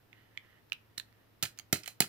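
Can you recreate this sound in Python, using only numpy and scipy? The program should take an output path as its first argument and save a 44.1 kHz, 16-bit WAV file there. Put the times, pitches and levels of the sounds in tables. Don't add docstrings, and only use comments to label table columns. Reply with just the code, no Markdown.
import sys
import numpy as np
from scipy import signal
from scipy.fft import rfft, irfft
from scipy.io import wavfile

SR = 44100
rng = np.random.default_rng(int(sys.argv[2]) if len(sys.argv) > 2 else 0)


def nominal_scale(level):
    x = np.asarray(level, float) / 20
    return 10 ** x


def waveform_to_disk(signal):
    frames = np.transpose(np.atleast_2d(signal))
    scaled = np.clip(frames, -1, 1) * 32767
    samples = np.round(scaled).astype(np.int16)
    wavfile.write(sys.argv[1], SR, samples)


N = 91728

# (frequency [Hz], density [dB per Hz])
AIR_SPECTRUM = [(25, -7), (100, 2.5), (300, 2), (800, -5), (2000, -9), (5000, -17.5), (9500, -26.5),
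                (13000, -16)]
# (frequency [Hz], likeness [-1..1])
AIR_LIKENESS = [(60, 0.9), (130, 0), (300, 0.3), (700, 0.11), (15000, 0)]
AIR_DB, HISS_CUT_HZ = -67.5, 16100
HUM_HZ, HUM_WIDTH_HZ, HUM_DB, HUM_STEADY_DB = 109, 31, -74, -69.5

ROOM_T60_S, ROOM_TREBLE_T60_S, FIRST_ECHO_S = 0.21, 0.093, 0.004
WALL_CUT_HZ, ROOM_DB, ROOM_BASS_DB = 2700, -7.5, -3.5

# (time [s], level [dB])
RUB_LEVEL = [
    (.05, -92),
    (0.172, -66),
    (.3, -74),
    (.45, -67.5),
    (.58, -71.5),
    (0.681, -92),
    (0.898, -78.5),
    (1.199, -77.5),
    (1.352, -84.5),
]
# (frequency [Hz], width [Hz], level [dB])
RUB_RINGS = [(1850, 270, -2.5), (2940, 500, -11)]

# (time [s], level [dB], ring [Hz], brightness [dB])
DOME_TICKS = [
    (.1296, -45, 2130, -67),
    (.3748, -32, 2400, -36),
    (.7208, -26, 2660, -62),
    (1.1268, -56.5, 1520, -7),
]
# (time [s], level [dB], ring [Hz], brightness [dB])
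STOP_HITS = [
    (.6988, -51.5, 1760, -5.5),
    (.7300, -31.5, 1823, -5.5),
    (.9765, -37.5, 1850, -28),
    (.9785, -38, 1850, 2),
    (.9812, -28, 1850, 2),
    (.9986, -29, 1850, -3.5),
]
# (time [s], level [dB], ring [Hz], brightness [dB])
KEY_KNOCKS = [(1.4305, -40, 1890, 14), (1.4348, -28, 1955, 7), (1.4392, -30, 1944, -6),
              (1.453, -31, 3240, -2), (1.458, -30.5, 1860, -8), (1.5752, -49, 5400, -8),
              (1.5795, -54, 2300, 3), (1.588, -41.5, 2250, 7.5), (1.5962, -38, 2170, 2),
              (1.757, -30, 1800, -25), (1.769, -44, 4170, -3), (1.8332, -40, 5130, -21),
              (1.838, -49, 2700, -25), (1.842, -40.5, 2230, -11), (1.860, -36.5, 3130, -5),
              (1.8625, -41, 1920, -14), (1.869, -43, 2370, -6), (1.876, -36, 2177, -3),
              (1.8785, -30, 2165, -12), (1.895, -52, 1430, -8), (2.0042, -22.5, 3450, 17),
              (2.0062, -27, 2030, 1), (2.0195, -22.5, 2860, -10), (2.0222, -22.5, 2860, -18),
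              (2.042, -32.5, 1830, -13), (1.4264, -33, 5580, 0), (1.7295, -24.5, 2110, 7)]
# (frequency ratio, level [dB])
DOME_PARTIALS = [(.7, -29), (1.0, 1.5), (1.3, 4), (1.65, -13.5), (2.1, -66), (2.8, -4)]
# (frequency ratio, level [dB])
STOP_PARTIALS = [(1.0, -2), (1.55, -7), (2.2, 1), (3.05, -6.5), (4.45, -10), (6.0, -8)]
# (frequency ratio, level [dB])
KNOCK_PARTIALS = [(.7, -7.5), (1.0, 1.5), (1.45, -3), (2.15, -0.5), (2.9, -1.5), (4.0, -41)]
DOME_T60_S, STOP_T60_S, KNOCK_T60_S, SNAP_T60_S = 0.0045, 0.006, 0.0045, 0.0073
KEY_SLIPS_S, KNOCK_SLIPS_S = 0.0015, 0.003
KEY_LOW_CUT_HZ = 1483

# (time [s], level [dB])
RATTLE_STARTS = [
    (0.9787, -45.5),
    (1.4262, -25.5),
    (1.588, -55),
    (1.7269, -21.5),
    (1.8355, -56.5),
    (1.859, -50),
    (1.877, -39.5),
    (2.0040, -23),
]
# (frequency [Hz], level [dB], T60 [s])
SHELL_MODES = [(1408, -7.5, 0.012), (1708, -18, 0.032), (1983, -8, 0.0074), (2574, -5, 0.0052),
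               (3090, -15.5, 0.021), (4120, -5.5, 0.0096), (4986, -8, 0.0087), (5810, -4.5, 0.0037),
               (6930, 1.5, 0.0017), (8540, 4, 0.0018), (10830, 1, 0.0026), (13830, 3.5, 0.0027),
               (15000, -20, .003)]
RATTLE_PER_S, RATTLE_FAST_T60_S, RATTLE_SLOW_T60_S, RATTLE_SLOW_DB = 15000, 0.013, 0.16, -13

# (time [s], deep [dB], body [dB], hollow [dB], pitch ratio)
PALM_PUSHES = [
    (.722, -54.5, -61, -55, 0.99),
    (.98, -53, -48, -58, 0.91),
    (1.430, -31.5, -36, -39.5, 0.94),
    (1.442, -49, -44, -39, 1.08),
    (1.598, -82, -57.5, -55, 1.1),
    (1.7291, -28, -20, -26.5, 0.93),
    (1.878, -66, -78, -42, 1.1),
    (2.0054, -35.5, -21.5, -23.5, 1.093),
    (2.023, -41, -39.5, -44.5, 1.47),
]
# (frequency [Hz], level [dB], T60 [s])
CARPET_MODES = [(109.3, -8, 0.14), (145.5, -2.5, 0.088)]
# (frequency [Hz], level [dB], T60 [s])
FLEX_MODES = [(218, -3.5, 0.028), (341.7, 3, 0.019), (428.5, -18.5, 0.073)]
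# (frequency [Hz], level [dB], T60 [s])
CAVITY_MODES = [(674, 4.5, .03), (772, 9, .02)]
PALM_S, THUMP_CUT_HZ, HOLLOW_CUT_HZ = 0.0013, 117.3, 530

# (frequency [Hz], level [dB])
SHADOW = [(60, -1), (250, -5), (900, -2), (2000, -8.5), (4000, -11), (8000, -12), (12500, 0)]
LEFT_LAG_S, LAG_FROM_HZ, LAG_TOP_RAD, SCATTER_DB = 0.00016, 1100, 1.8, -9
LIMIT = 0.45


def cut(x, hz, kind, order=2):
    return signal.sosfilt(signal.butter(order, hz, kind, fs=SR, output="sos"), x)


def rms_one(x):
    return x / np.sqrt(np.mean(x ** 2) + 1e-20)


def at_hz(points, hz):
    table = np.array(points)
    return np.interp(np.log(hz), np.log(table[:, 0]), table[:, 1])


def ring(clicks, hz, t60):
    radius = nominal_scale(-60 / (t60 * SR))
    w = 2 * np.pi * min(hz, 19000) / SR
    return signal.lfilter([0, np.sin(w)], [1, -2 * radius * np.cos(w), radius * radius], clicks + 1e-18)


def narrow(x, hz, width_hz):
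    return rms_one(ring(x, hz, np.log(1000) / (np.pi * width_hz)))


def air():
    edges = 22 * 2 ** np.arange(0, 9.8, .5)
    white = rng.standard_normal((2, 2, N))
    noise = 0
    for k, (low, high) in enumerate(zip(edges, edges[1:])):
        band = signal.butter(2, [low, high], "band", fs=SR, output="sos")
        mid, side = signal.sosfilt(band, white[k % 2])
        hz = np.sqrt(low * high)
        alike = np.clip(at_hz(AIR_LIKENESS, hz), -1, 1)
        stereo = np.sqrt(1 + alike) * mid + np.sqrt(1 - alike) * side * [[1], [-1]]
        noise = noise + nominal_scale(at_hz(AIR_SPECTRUM, hz)) * stereo
    top = signal.cheby2(10, 40, HISS_CUT_HZ, fs=SR, output="sos")
    hiss = nominal_scale(AIR_DB) * signal.sosfilt(top, rms_one(noise))
    wavering = nominal_scale(HUM_DB) * narrow(rng.standard_normal(N), HUM_HZ, HUM_WIDTH_HZ)
    steady = nominal_scale(HUM_STEADY_DB) * np.sin(2 * np.pi * HUM_HZ * np.arange(N) / SR)
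    return hiss + (wavering + steady) * nominal_scale([[-.7], [.7]])


def room(x):
    t = np.arange(SR // 2) / SR
    noise = rng.standard_normal((3, len(t)))
    dull = cut(noise[1:], WALL_CUT_HZ, "low", order=1)
    bass = nominal_scale(ROOM_BASS_DB) * cut(noise[0], LAG_FROM_HZ, "low")
    tail = (cut(dull, LAG_FROM_HZ, "high") + bass) * nominal_scale(-60 * t / ROOM_T60_S)
    tail = tail + (noise[1:] - dull) * nominal_scale(-60 * t / ROOM_TREBLE_T60_S)
    tail *= (1 - np.exp(-(t / FIRST_ECHO_S) ** 2)) / np.sqrt(.015 * SR)
    return signal.fftconvolve(tail, x[None], axes=1)[:, :N]


def rub():
    grain = rng.standard_normal(N) * rng.exponential(1, N)
    level = nominal_scale(np.interp(np.arange(N) / SR, *np.transpose(RUB_LEVEL)))
    return level * sum(nominal_scale(db) * narrow(grain, hz, width) for hz, width, db in RUB_RINGS)


def key_contacts(rows, partials, t60, slips_s, count):
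    out = np.zeros(N + SR)
    t = np.arange(2048) / SR
    for s, db, hz, bright_db in rows:
        when_draw, force_draw, pitch_draw = rng.random((3, 16))
        hiss = rng.standard_normal(2048)
        when = np.r_[0, when_draw[1:count]]
        force = np.r_[-np.sqrt(5 / count), force_draw[1:count] * 2 - 1]
        slips = np.zeros(2048)
        slips[(when * slips_s * SR).astype(int)] = force * (1 - .5 * when) * np.sqrt(5 / count)
        snap_shape = nominal_scale(-60 * t / SNAP_T60_S) * np.minimum(t / .0003, 1)
        body = nominal_scale(bright_db - 6) * np.diff(hiss, prepend=0) * snap_shape
        for k, (ratio, part_db) in enumerate(partials):
            tilt_db = 0.67 * bright_db * max(np.log2(ratio), 0)
            part_hz = hz * ratio * (.97 + .06 * pitch_draw[k])
            body += nominal_scale(part_db + tilt_db) * ring(slips, part_hz, t60 / ratio ** .3)
        i = int(s * SR)
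        out[i:i + 2048] += nominal_scale(db) * body
    return cut(out[:N], KEY_LOW_CUT_HZ, "high", order=4)


def rattle():
    t = np.arange(N) / SR
    shower = np.zeros(N)
    for s, db in RATTLE_STARTS:
        since = np.maximum(t - s, 0)
        fast = nominal_scale(-60 * since / RATTLE_FAST_T60_S)
        slow = nominal_scale(RATTLE_SLOW_DB - 60 * since / RATTLE_SLOW_T60_S)
        shower += (t >= s) * nominal_scale(db) * (fast + slow)
    struck = rng.random(N) < RATTLE_PER_S / SR
    hits = struck * nominal_scale(2.74 * np.minimum(rng.exponential(1, N), 4)) * shower
    shell = sum(nominal_scale(db - 12.5) * ring(hits * rng.standard_normal(N), hz, t60) for hz, db, t60 in SHELL_MODES)
    return cut(shell, KEY_LOW_CUT_HZ, "high", order=3)


def slaps():
    t = np.arange(N) / SR
    out = np.zeros((3, N))
    for s, *levels_db, ratio in PALM_PUSHES:
        push = np.exp(-.5 * ((t - s) / (PALM_S / 4)) ** 2)
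        push = push / push.sum()
        for k, modes in enumerate((CARPET_MODES, FLEX_MODES, CAVITY_MODES)):
            out[k] -= sum(nominal_scale(db + levels_db[k]) * ring(push, hz * ratio, t60) for hz, db, t60 in modes)
    deep, body, hollow = out
    return cut(deep + body, THUMP_CUT_HZ, "high", order=4) + cut(hollow, HOLLOW_CUT_HZ, "high")


def at_microphones(pad):
    hz = np.arange(1, N // 2 + 2) * SR / N
    phase = 2 * np.pi * LEFT_LAG_S * hz ** 3 / (hz ** 2 + LAG_FROM_HZ ** 2)
    lag = np.exp(-1j * LAG_TOP_RAD * np.tanh(phase / LAG_TOP_RAD))
    tilt = nominal_scale(at_hz(SHADOW, hz) / 2)
    echoes = rng.standard_normal((2, 400)) * np.exp(-np.arange(400) / 120) / np.sqrt(60)
    treble = cut(pad, LAG_FROM_HZ, "high")
    scatter = np.array([signal.lfilter(e, [1], treble) for e in echoes])
    near = rfft(pad + nominal_scale(SCATTER_DB) * scatter) * np.array([tilt * lag, 1 / tilt])
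    return irfft(near, N)


def scene():
    pad = rub()
    pad = pad + key_contacts(DOME_TICKS, DOME_PARTIALS, DOME_T60_S, KEY_SLIPS_S, count=5)
    pad = pad + key_contacts(STOP_HITS, STOP_PARTIALS, STOP_T60_S, KEY_SLIPS_S, count=8)
    pad = pad + key_contacts(KEY_KNOCKS, KNOCK_PARTIALS, KNOCK_T60_S, KNOCK_SLIPS_S, count=16)
    pad = pad + rattle() + slaps()
    return at_microphones(pad) + nominal_scale(ROOM_DB) * room(pad) + air()


def band_limit(x):
    return signal.sosfilt(signal.butter(12, 17070, fs=SR, output="sos"), x)


def record(dry):
    soft = LIMIT * np.tanh(dry / LIMIT)
    mix = signal.sosfilt(signal.cheby2(12, 50, 16900, fs=SR, output="sos"), soft)
    return band_limit(mix)


dry = scene()
out = record(dry)
waveform_to_disk(out)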